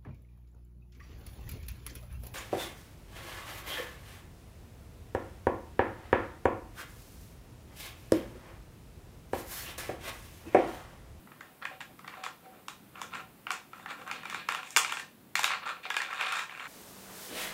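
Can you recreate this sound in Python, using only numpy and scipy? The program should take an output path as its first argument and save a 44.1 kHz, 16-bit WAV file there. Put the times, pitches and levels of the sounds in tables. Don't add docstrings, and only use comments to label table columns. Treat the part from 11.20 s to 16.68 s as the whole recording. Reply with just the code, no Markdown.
import sys
import numpy as np
from scipy import signal
from scipy.fft import rfft, irfft
from scipy.io import wavfile

SR = 44100
rng = np.random.default_rng(int(sys.argv[2]) if len(sys.argv) > 2 else 0)


def persist_wave(psi):
    counts = np.round(np.clip(psi, -1, 1) * 32767).astype(np.int16)
    wavfile.write(sys.argv[1], SR, np.atleast_2d(counts).T)


def how_loud(loudness_db):
    steps = np.asarray(loudness_db, float) / 20
    return 10 ** steps


N = 241529
T = np.arange(N) / SR

# (frequency [Hz], strength within the part [dB], time to fall by 60 dB [s])
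HOLLOW = [(509.3, 3.5, 0.04), (607, -3, 0.079), (752.3, 2, 0.16)]
SHELL = [(1134, -21.5, 0.11), (1117, 3.5, 0.012), (1342, 2, 0.036), (1442, 13, 0.0036)]
WALL = [(1744, -12, 0.076), (1643, -1.5, 0.046), (1834, 1.5, 0.027)]
RIM = [(2217, 3.5, 0.0063), (2480, -6, 0.014), (2402, -8.5, 0.051), (2777, -1.5, 0.008), (2606, -3, 0.013)]
EDGE = [(3250, -2, .007), (3660, 0, .013), (4230, -3, .009), (4650, -6, .005)]
CRACK = [(5300, -4, .003), (6200, -1, .003), (7200, 1, .0035), (8200, 0, .003), (9400, -5, .002),
         (10800, -7, .0015), (12600, -9, .0015)]
PARTS = SHELL, HOLLOW, WALL, RIM, EDGE, CRACK


def ring(x, hz, t60):
    pole = np.exp(2j * np.pi * hz / SR - np.log(1000) / (t60 * SR))
    return signal.lfilter([1], [1, -pole], x).imag


def thin(x, modes):
    band = [0.8 * modes[0][0], 1.3 * modes[-1][0]]
    return signal.sosfilt(signal.butter(2, band, "band", fs=SR, output="sos"), x)


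def knocks():
    # (time [s], shell peak [dB], then against the shell: wall [dB], rim [dB], hard crack [dB])
    knock_list = [(0.0736, -40, -7, -11, -18), (0.1174, -39.5, -4, -5, -21), (0.2074, -35.5, 1.5, -5.5, -7),
                  (0.4293, -38, 2.5, -9, -18), (0.4526, -28, 3, 3, -5), (0.605, -33, -1.5, 1, -7),
                  (0.6124, -39, 4.5, 6, 4), (0.7917, -40.5, -9, 0.5, -4), (0.8446, -35.5, -3, -8, -18),
                  (0.8775, -30, -2.5, -1.5, -7.5), (0.939, -34.5, -1.5, -11, -23), (1.038, -29, -9, 2, 0),
                  (1.063, -23.5, -8, -12, -11), (1.4825, -26.5, -12, -2.5, -2.5), (1.7557, -37, -5, 2, -24),
                  (1.8158, -24.5, -20, -8.5, -1.5), (1.8284, -38, 0, -7, -3), (1.936, -31, -14, -2, -18),
                  (1.952, -32, -4, -1, -23), (2.2683, -24.5, -7, 0.5, -19), (2.3052, -17.5, -13, -1.5, -9),
                  (2.3164, -32.5, -6, -14, 11), (2.5319, -34.5, -6, -4, -13), (2.597, -38.5, -4, -17, -20),
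                  (2.6595, -25.5, -2, -8, -19), (2.7062, -29, -22, -5, -10), (2.817, -43.5, -9, 1, -6),
                  (2.876, -28.5, -9, -11.5, -9), (2.9128, -26, -7, 5.5, -3.5), (3.033, -34, -3, -9, -9),
                  (3.054, -30, -9, -1.5, -7), (3.0985, -36.5, -8, 4, 6.5), (3.1258, -28.5, -22, -15, -8.5),
                  (3.1449, -23, -18, -4, -8), (3.2874, -16.5, -5, 0.5, -5), (3.3215, -27.5, -6, 0, -0.5),
                  (3.3478, -21.5, -21, -1, -4), (3.3892, -28.5, -12, -16, -23), (3.4301, -32, -19, -1, -10),
                  (3.5054, -49, -17, 0, 22.5), (3.5633, -13.5, -15, 6.5, 8), (3.5698, -10.5, -7, -10, 8),
                  (3.6466, -21, -20, 3.5, -3), (3.695, -29, -23, 5, -11), (3.7222, -20, -5, -1.5, 0),
                  (3.7698, -26.5, 0, 3.5, -7), (3.7964, -33.5, 7.5, 4.5, 5), (4.1543, -15.5, -21, 5, 1.5),
                  (4.1927, -19.5, -22, -9, 2.5), (4.2322, -20, -10, -2, 1), (4.242, -15, -1.5, 3, 3.5),
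                  (4.2777, -24.5, -19, 2, -12), (4.4214, -36, -4, -1, -49), (4.4657, -23, -14, -45, -31),
                  (4.6537, -26.5, -24, -4, -27), (4.7023, -22, 2.5, 3.5, 0.5), (4.742, -26, 2, 3, -2),
                  (4.7664, -16.5, -2.5, 3, -1), (4.802, -28.5, 7, 2, -8), (4.8181, -25, -12, 3.5, 1),
                  (4.929, -25, -4, -9, -19), (5.01, -20.5, -11, 3.5, -7), (5.1226, -25.5, -16, 4.5, 2),
                  (5.1662, -24.5, -18, -27, -10), (5.1919, -23, 1, 1, -7), (5.294, -35.5, 5, 2, -19),
                  (5.3084, -43, -14, 7, -11), (5.35, -37.5, -24, 5.5, -21), (5.3961, -35, -21, 8, -22),
                  (5.4552, -36, 7.5, 0, -7), (5.4674, -36, -10, 1, -22)]
    chatter_s = 0.0035
    hollow_db, edge_offset_db = -19.5, -1.5
    landing_db, detune = 2.5, 0.025
    grip = 0.65
    span = SR // 8
    out = np.zeros((2, N + SR))
    for s, db, wall_db, rim_db, crack_db in knock_list:
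        touch = np.zeros((2, span))
        delays = np.r_[0, chatter_s * rng.random(11)]
        signs = rng.choice([-1, 1], 12)
        sizes = how_loud(-5 * rng.random(12)) * np.exp(-delays / chatter_s)
        np.add.at(touch[0], (delays * SR).astype(int), signs * sizes)
        touch[1, 0] = 1
        start = int(s * SR)
        edge_db = edge_offset_db + (rim_db + crack_db) / 2
        shares_db = [0, hollow_db, wall_db, rim_db, edge_db, crack_db]
        for modes, part_db in zip(PARTS, shares_db):
            sound = 0
            for hz, mode_db, t60 in modes:
                strength = how_loud(mode_db + landing_db * rng.standard_normal())
                pitch = hz * (1 + detune * rng.standard_normal())
                sound = sound + strength * ring(touch, pitch, grip * t60)
            sound = thin(sound, modes)
            sound[1] *= np.linalg.norm(sound[0]) / np.linalg.norm(sound[1])
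            out[:, start:start + span] += how_loud(db + part_db) * sound / np.abs(sound[0]).max()
    return out[:, :N]


def swell(s, length):
    return np.sin(np.pi * np.clip((T - s) / length, 0, 1))


def slides():
    # (start [s], length [s], shell level [dB], rim against shell [dB], hard crack against shell [dB])
    slide_list = [(0.065, 0.32, -66.5, -3, -25), (0.414, 0.019, -37, -9, -36), (0.472, 0.098, -59, -1, -16),
                  (0.832, .26, -53.5, -4, -15), (1.033, 0.038, -51.5, 5.5, 0.5),
                  (1.212, 0.065, -60, -7, -23), (1.308, 0.11, -59, -9.5, -26), (1.73, 0.15, -49.5, -7, -15),
                  (1.901, 0.12, -42.5, -6, -20), (2.272, 0.13, -53.5, 2.5, -8),
                  (2.501, 0.18, -56.5, -5, -13), (2.677, 0.055, -39.5, -4, -16.5),
                  (2.745, 0.12, -51.5, -9, -15), (2.86, 0.05, -38, -12, -23), (2.888, 0.13, -52, 3, -13.5),
                  (3, 0.27, -52, 5.5, -13), (3.26, 0.16, -46.5, 3, -12), (3.394, 0.19, -65.5, 10.5, 12),
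                  (3.577, .26, -47.5, 4, -1), (4.154, 0.075, -43.5, 7, -3), (4.235, .13, -38.5, -6, -11.5),
                  (4.287, 0.072, -30.5, -4, -47), (4.414, 0.038, -42.5, -7, -35),
                  (4.447, 0.072, -32.5, -5.5, -19.5), (4.529, 0.08, -57, -5, -22),
                  (4.622, 0.056, -51.5, 8, -7), (4.779, .1, -44.5, 1.5, -18),
                  (4.855, 0.18, -39.5, -5.5, -18.5), (4.966, 0.16, -34.5, -4, -16),
                  (5.055, 0.2, -36.5, -2.5, -10), (5.281, 0.094, -49.5, -1, -9),
                  (5.348, 0.13, -43.5, -2.5, -12.5)]
    # (start [s], length [s], level [dB])
    bump_list = [(0.436, 0.025, -55), (0.509, 0.0098, -45), (0.684, 0.013, -53), (0.94, 0.067, -64),
                 (1.22, 0.064, -57.5), (1.31, 0.11, -57.5), (2.74, 0.22, -60), (4.652, .015, -42.5)]
    contact_rate, spread_db = 1400, 3.8
    wall_offset_db, edge_offset_db = -5, -6.5
    turn_s, turn_db = 0.025, 2
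    contacts = rng.random(N) < contact_rate / SR
    sizes = contacts * how_loud(spread_db * np.minimum(rng.exponential(size=N), 3.5))

    pressure = np.zeros((len(PARTS), N))
    for s, length, db, rim_db, crack_db in slide_list:
        hollow_db = -12 - 0.55 * (db + 42)
        shares_db = [0, hollow_db, rim_db + wall_offset_db, rim_db, rim_db + edge_offset_db, crack_db]
        pressure += swell(s, length) * how_loud(db + np.array(shares_db)[:, None])
    turns = rng.standard_normal((len(PARTS), 1000))
    pressure *= [how_loud(turn_db * np.interp(T / turn_s, np.arange(len(turn)), turn)) for turn in turns]
    for s, length, db in bump_list:
        pressure[1] += swell(s, length) * how_loud(db)

    out = 0
    for modes, press in zip(PARTS, pressure):
        sound, power = 0, 0
        for hz, mode_db, t60 in modes:
            power += np.mean((how_loud(mode_db) * ring(sizes, hz, t60)) ** 2)
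            pushes = sizes * press * rng.standard_normal(N)
            sound = sound + how_loud(mode_db) * ring(pushes, hz, t60)
        out = out + thin(sound, modes) / np.sqrt(power)
    return out


def room(x):
    # (frequency [Hz], time to fall by 60 dB [s])
    room_decay = [(400, 0.43), (1300, 0.22), (3500, 0.34), (9000, 0.2), (15000, 0.13)]
    room_db, gap_s = -6, 0.004
    t = T[:SR // 2]
    hz, t60 = np.transpose(room_decay)
    tail = 0
    for low in 200 * 2 ** np.arange(0, 6.5, 0.5):
        band_filter = signal.butter(2, [low, low * np.sqrt(2)], "band", fs=SR, output="sos")
        band = signal.sosfilt(band_filter, rng.standard_normal(len(t)))
        band_t60 = np.interp(np.log(low), np.log(hz), t60)
        tail = tail + band * how_loud(-60 * t / band_t60)
    tail = tail * np.clip(t / gap_s - 1, 0, 1)
    tail = how_loud(room_db) * tail / np.sqrt(np.sum(tail ** 2))
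    return signal.fftconvolve(x, tail)[:N]


def level(x, db):
    return x * how_loud(db) / np.sqrt(np.mean(x ** 2))


def coloured(points):
    hz, db = np.transpose(points)
    bins = np.maximum(np.fft.rfftfreq(N, 1 / SR), 1)
    curve = how_loud(np.interp(np.log(bins), np.log(hz), db))
    return irfft(rfft(rng.standard_normal(N)) * curve, N)


def low_part(x, hz):
    return signal.sosfiltfilt(signal.butter(2, hz, fs=SR, output="sos"), x)


def floor():
    # (frequency [Hz], relative level [dB])
    quiet_curve = [(15, -61), (35, -20.5), (123, -6), (175, -1.5), (256, -4), (301, -4.5), (416, -9),
                   (451, -11), (677, -12), (2760, -20.5), (3430, -22.5), (6050, -29), (9840, -24.5),
                   (16000, -21)]
    # (time [s], level [dB])
    deep_curve = [(0, 3.5), (2.4, 3.5), (2.7, -3.5), (5.48, 3.5)]
    wander_db, wander_s = 3, 0.39
    noise = level(coloured(quiet_curve), -57)
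    rumble = low_part(noise, 343)
    deep = low_part(noise, 107)
    hiss = noise - rumble
    knots = np.arange(0, T[-1] + 1, wander_s)
    wander = how_loud(wander_db * np.interp(T, knots, rng.standard_normal(len(knots))))
    deep_gain = how_loud(np.interp(T, *np.transpose(deep_curve)))
    return hiss + wander * (rumble - deep + deep * deep_gain)


def scene():
    shade_hz, shade_db = 5100, -6
    near, spread = knocks() + slides()
    dull = signal.sosfilt(signal.butter(1, shade_hz, fs=SR, output="sos"), near)
    shaded = dull + how_loud(shade_db) * (near - dull)
    return (shaded + room(spread) + floor())[None]


def top_cut(x):
    return signal.sosfilt(signal.butter(12, 16970, fs=SR, output="sos"), x)


def record(dry):
    duck_at_db, duck_slope, duck_s = -38, 0.13, 0.8
    top_hz = 15650
    keep = np.exp(-1 / (duck_s * SR))
    power = signal.lfilter([1 - keep], [1, -keep], dry ** 2)
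    held = dry * (1 + power / how_loud(duck_at_db) ** 2) ** -duck_slope
    cut = signal.sosfilt(signal.ellip(8, 0.2, 30, top_hz, fs=SR, output="sos"), held)
    return top_cut(cut)


dry = scene()
out = record(dry)
persist_wave(out)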